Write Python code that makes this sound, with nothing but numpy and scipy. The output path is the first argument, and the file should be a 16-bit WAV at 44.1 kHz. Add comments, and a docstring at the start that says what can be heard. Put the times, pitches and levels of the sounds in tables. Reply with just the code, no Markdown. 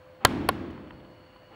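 """A tower clock in a dark chamber

The clock's works clack twice: a dull knock, a sharp metal snap a millisecond later, and a rough crack.
The large chamber answers with a long, booming tail of echoes. Small ticks of the works follow,
over a thin whine, a soft rush of air and a faint rustle that swells twice.
Ringing metal is made of fading sine waves; the echoes are fading noise and a few low tones."""
import sys
import numpy as np
from scipy import signal
from scipy.io import wavfile

SR = 44100
rng = np.random.default_rng(int(sys.argv[2]) if len(sys.argv) > 2 else 0)


def master(y):
    """Save y as 16-bit WAV."""
    cut = np.clip(np.atleast_2d(y).T, -1, 1)
    pcm = np.round(cut * 32767)  # scale
    wavfile.write(sys.argv[1], SR, pcm.astype(np.int16))


N = 68355
T = np.arange(N) / SR
CUTOFF_HZ = 16500

# The two clacks. Each row: start in seconds, knock level in dB, delay of the snap in seconds,
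# snap level in dB, crack level in dB, level sent to the chamber in dB.
CLACKS = [(0.2494, 0, 0.000928, 4, 9.5, 3.5), (0.4885, -9.5, 0.001126, -8.5, -2, -5.5)]


def clacks():
    """A short push sets the works ringing; just after it, metal snaps on metal and wakes the high notes."""
    # The notes of the struck works. Each row: pitch in Hz, seconds to fade by 60 dB,
    # level in the first clack in dB, level in the second in dB.
    works_notes = [(118.5, 0.033, -0.5, -17.5), (243, 0.019, -11, -11), (465.7, 0.022, -7.5, -9.5),
                   (577.5, .028, -12, -15.5), (760, 0.026, -9, -11), (1016, 0.024, -4.5, -8.5),
                   (1101, .028, -29.5, -10), (1383, .033, -8, -25), (1425, 0.044, -28, -20.5),
                   (1640, 0.029, -9, -24), (1741, 0.018, -26.5, -19), (1969, .02, -9.5, -25.5),
                   (2178, 0.04, -20.5, -27.5), (2600, .018, -24, -26), (2833, 0.019, -24.5, -22),
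                   (3103, 0.025, -12, -28), (3390, 0.013, -8, -43), (3887, 0.011, -21.5, -25),
                   (4280, 0.012, -5.5, -36.5)]
    # The notes of the snap. Each row: pitch in Hz, seconds to fade by 60 dB,
    # dB added to the snap level in the first clack, dB added in the second.
    snap_notes = [(4540, 0.0033, -7, -7), (7100, 0.0014, -4.5, -12), (10940, 0.0012, -3.5, 1),
                  (13200, .0012, -10.5, -3.5), (15170, .002, -17, -14)]
    knock_s, build_cycles = 0.00045, 1.54
    out = np.zeros(N)
    for clack, (start, knock_db, snap_delay, snap_db, _, _) in enumerate(CLACKS):
        push = np.sin(np.pi * np.minimum(since(start) / knock_s, 1)) ** 2
        out += from_db(knock_db) * push
        for k, (hz, fade_s, *levels_db) in enumerate(works_notes):
            note_start = start + snap_delay * (hz > 2500)
            build_up = 1 - np.exp(-since(note_start) * hz / build_cycles)
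            direction = (-1) ** k  # neighbouring notes start by swinging opposite ways
            out += direction * from_db(levels_db[clack]) * build_up * ring(note_start, hz, fade_s)
        for k, (hz, fade_s, *levels_db) in enumerate(snap_notes):
            out += (-1) ** k * from_db(snap_db + levels_db[clack]) * ring(start + snap_delay, hz, fade_s)
    return out


def crack():
    """A short, rough burst of noise that starts with each snap."""
    # The tone of the burst. Each row: frequency in Hz, base level in dB per Hz, seconds to fade by 60 dB.
    crack_tone = [(300, -68.5, 0.09), (1200, -59, 0.072), (2340, -63.5, 0.036), (4000, -55.5, 0.024),
                  (5500, -71, 0.017), (9860, -77.5, 0.019), (15000, -90, .03)]
    out = np.zeros(N)
    for hz, noise in noise_bands():
        if hz > 250:
            db, fade_s = at_hz(crack_tone, hz)
            for start, _, snap_delay, _, crack_db, _ in CLACKS:
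                snap_start = start + snap_delay
                out += from_db(db + crack_db) * (T > snap_start) * fade(since(snap_start), fade_s) * noise
    return out


def chamber():
    """Dense echoes follow each clack; the bass comes later, lasts longer and booms on a few notes."""
    # The wash of echoes. Each row: frequency in Hz, base level in dB per Hz,
    # seconds to fade by 60 dB, build-up time in seconds.
    echoes = [(25, -71.5, 1.2, .08), (45, -59, 2, .08), (83, -55.5, 1.15, 0.084), (160, -59.5, 2, 0.059),
              (230, -54, 1.58, 0.028), (339, -53, 1.25, 0.07), (480, -67.5, 1.8, .04),
              (980, -70, 1.55, .025), (1900, -78, 1.6, 0.02), (3330, -83.5, 1.4, 0.011),
              (6000, -96.5, 0.82, .02), (9860, -103, 0.63, 0.0093), (15000, -113, .55, .005)]
    # The low notes the chamber booms on. Each row: pitch in Hz, base level in dB,
    # seconds to fade by 60 dB, build-up time in seconds.
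    booms = [(63.8, -47, 1.7, .08), (86.5, -30, 0.93, 0.1), (190, -38, .9, 0.15), (256.2, -39, 0.98, .03),
             (298.1, -37, 1.54, 0.062), (329.6, -36, 1.6, 0.16), (362.5, -44.5, 1.9, 0.13)]
    out = np.zeros(N)
    for hz, noise in noise_bands():
        db, fade_s, build_s = at_hz(echoes, hz)
        out += from_db(db) * echo_swell(build_s, fade_s) * noise
    for hz, db, fade_s, build_s in booms:
        out += from_db(db) * echo_swell(build_s, fade_s) * wavering_tone(hz, waver_hz=4, waver_db=2)
    return out


def echo_swell(build_s, fade_s):
    """How loud the echoes are: they build up and die away, and the two clacks add their power."""
    power = np.zeros(N)
    for start, *_, send_db in CLACKS:
        age = since(start)
        build_up = 1 - np.exp(-age / build_s)
        power += (from_db(send_db) * build_up * fade(age, fade_s)) ** 2
    return np.sqrt(power)


def ticks():
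    """Parts of the works touch lightly: each touch is a tiny burst of noise and a small ring."""
    # The touches. Each row: start in seconds, level in dB, upper edge of the noise in Hz.
    touches = [(0.2707, -34.5, 12900), (0.286, -50, 13500), (.703, -28, 2850), (0.708, -52, 14000),
               (0.777, -30, 2740), (.873, -31, 1900), (0.9073, -25, 3070), (1.002, -35.5, 3600),
               (1.048, -36.5, 3600), (1.361, -32.5, 2200)]
    # The notes of every tick. Each row: pitch in Hz, seconds to fade by 60 dB, dB added to the tick's level.
    tick_notes = [(1000, 0.039, -17), (1250, 0.018, -18.5), (1439, 0.023, -21), (3050, 0.022, -22)]
    low_hz, burst_fade_s, burst_db = 850, 0.016, -3
    out = np.zeros(N)
    for start, db, top_hz in touches:
        band = signal.butter(4, [low_hz, top_hz], "band", fs=SR, output="sos")
        soften = signal.butter(1, top_hz / 2, fs=SR, output="sos")
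        noise = rng.standard_normal(N) * (T > start) * fade(since(start), burst_fade_s)
        burst = signal.sosfilt(np.vstack([band, soften]), noise + 1e-18)
        ringing = sum((-1) ** k * from_db(note_db) * ring(start, hz, fade_s)
                      for k, (hz, fade_s, note_db) in enumerate(tick_notes))
        out += from_db(db) * (from_db(burst_db) * burst + ringing)
    return out


def running_works():
    """The running works whine and hiss, slowly changing in level."""
    # The tones of the whine. Each row: pitch in Hz, level at the start in dB, level at the end in dB.
    whines = [(512.3, -55, -61), (591, -65.5, -66), (1005, -72, -70), (15703, -85, -83.5)]
    # Narrow hisses. Each row: centre in Hz, width in Hz, level at the start in dB, level at the end in dB.
    hisses = [(2910, 180, -82, -67), (4398, 270, -78.5, -70.5), (7800, 270, -96.5, -94.5)]
    out = np.zeros(N)
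    for hz, start_db, end_db in whines:
        out += wavering_tone(hz, waver_hz=1.0, waver_db=0.6) * from_db(np.linspace(start_db, end_db, N))
    for hz, width_hz, start_db, end_db in hisses:
        out += band_noise(hz - width_hz / 2, hz + width_hz / 2) * from_db(np.linspace(start_db, end_db, N))
    return out


def air():
    """Air in the chamber makes a soft rush; each band of it flickers a little."""
    # The tone of the rush. Each row: frequency in Hz, level in dB per Hz.
    air_tone = [(25, -100), (50, -86), (105, -78), (210, -89), (320, -86), (420, -96), (560, -84),
                (750, -90.5), (1200, -92), (2200, -97.5), (3600, -107), (5500, -117), (10000, -123),
                (16000, -125)]
    out = np.zeros(N)
    for hz, noise in noise_bands():
        db = at_hz(air_tone, hz)[0]
        flicker_db = 0.44 * drift(turns=30)
        out += from_db(db - flicker_db) * noise
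    return out


def rustle():
    """A faint rustle swells just before the first clack and again at the end."""
    # How the rustle rises and falls. Each row: time in seconds, level in dB.
    loudness = [(.17, -92), (.215, -51.5), (.248, -47.5), (.28, -97), (1.47, -91), (1.52, -55.5),
                (1.55, -53.5)]
    # The bands it sounds in. Each row: centre in Hz, width in Hz, dB added to the rustle's level.
    bands = [(340, 300, 0), (805, 60, -3), (1030, 600, -3), (1894, 1800, -6.5)]
    times, levels_db = np.transpose(loudness)
    noise = sum(from_db(db) * band_noise(hz - width / 2, hz + width / 2) for hz, width, db in bands)
    return from_db(np.interp(T, times, levels_db)) * noise


def ring(start, hz, fade_s):
    """One note of a struck part: a sine wave that dies away."""
    age = since(start)
    return np.sin(2 * np.pi * hz * age) * fade(age, fade_s)


def wavering_tone(hz, waver_hz, waver_db):
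    """A sine wave that wanders in pitch and level."""
    phase = 2 * np.pi * np.cumsum(hz + waver_hz * drift(turns=20)) / SR
    return np.sqrt(2) * np.sin(phase) * from_db(waver_db * drift(turns=15))


def noise_bands():
    """Noise in bands a third of an octave wide, with power one per Hz, as (centre in Hz, noise) pairs."""
    edges = 22 * 2 ** (np.arange(30) / 3)
    return [(np.sqrt(low * high), np.sqrt(high - low) * band_noise(low, high))
            for low, high in zip(edges, edges[1:])]


def band_noise(low_hz, high_hz):
    """Noise between two frequencies, with an average power of one."""
    band = signal.butter(3, [low_hz, high_hz], "band", fs=SR, output="sos")
    noise = rng.standard_normal(N + SR // 4)  # the extra quarter second lets the filter settle
    return unit_power(signal.sosfilt(band, noise)[-N:])


def drift(turns):
    """A slow random wander that takes this many steps over the scene."""
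    points = rng.standard_normal(turns + 1)
    return unit_power(np.interp(np.linspace(0, turns, N), np.arange(turns + 1), points))


def at_hz(rows, hz):
    """Read a table at one frequency, blending between its rows."""
    freqs, *columns = np.transpose(rows)
    return [np.interp(np.log(hz), np.log(freqs), column) for column in columns]


def since(start):
    """Seconds gone by since a moment, zero before it."""
    return np.maximum(T - start, 0)


def fade(age, fade_s):
    """A level that falls by 60 dB every fade_s seconds."""
    return np.exp(-np.minimum(np.log(1000) * age / fade_s, 60))


def from_db(db):
    """Turn decibels into a number to multiply by."""
    return 10 ** (np.asarray(db) / 20)


def unit_power(x):
    """Scale a signal to an average power of one."""
    return x / np.sqrt(np.mean(x ** 2) + 1e-20)


def scene():
    """The works and their chamber, added into one channel."""
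    return (clacks() + crack() + ticks() + chamber() + air() + running_works() + rustle())[None]


def record(dry):
    """The microphone loses the deepest bass; the loudest peaks are rounded and the top treble is cut."""
    low_hz, peak_limit = 40, 1.5
    bass_cut = signal.butter(1, low_hz, "high", fs=SR, output="sos")
    treble_cut = signal.ellip(10, 0.1, 80, CUTOFF_HZ, fs=SR, output="sos")
    heard = signal.sosfilt(bass_cut, dry)
    rounded = peak_limit * np.tanh(heard / peak_limit)
    return signal.sosfilt(treble_cut, rounded)


dry = scene()
out = record(dry)
master(out)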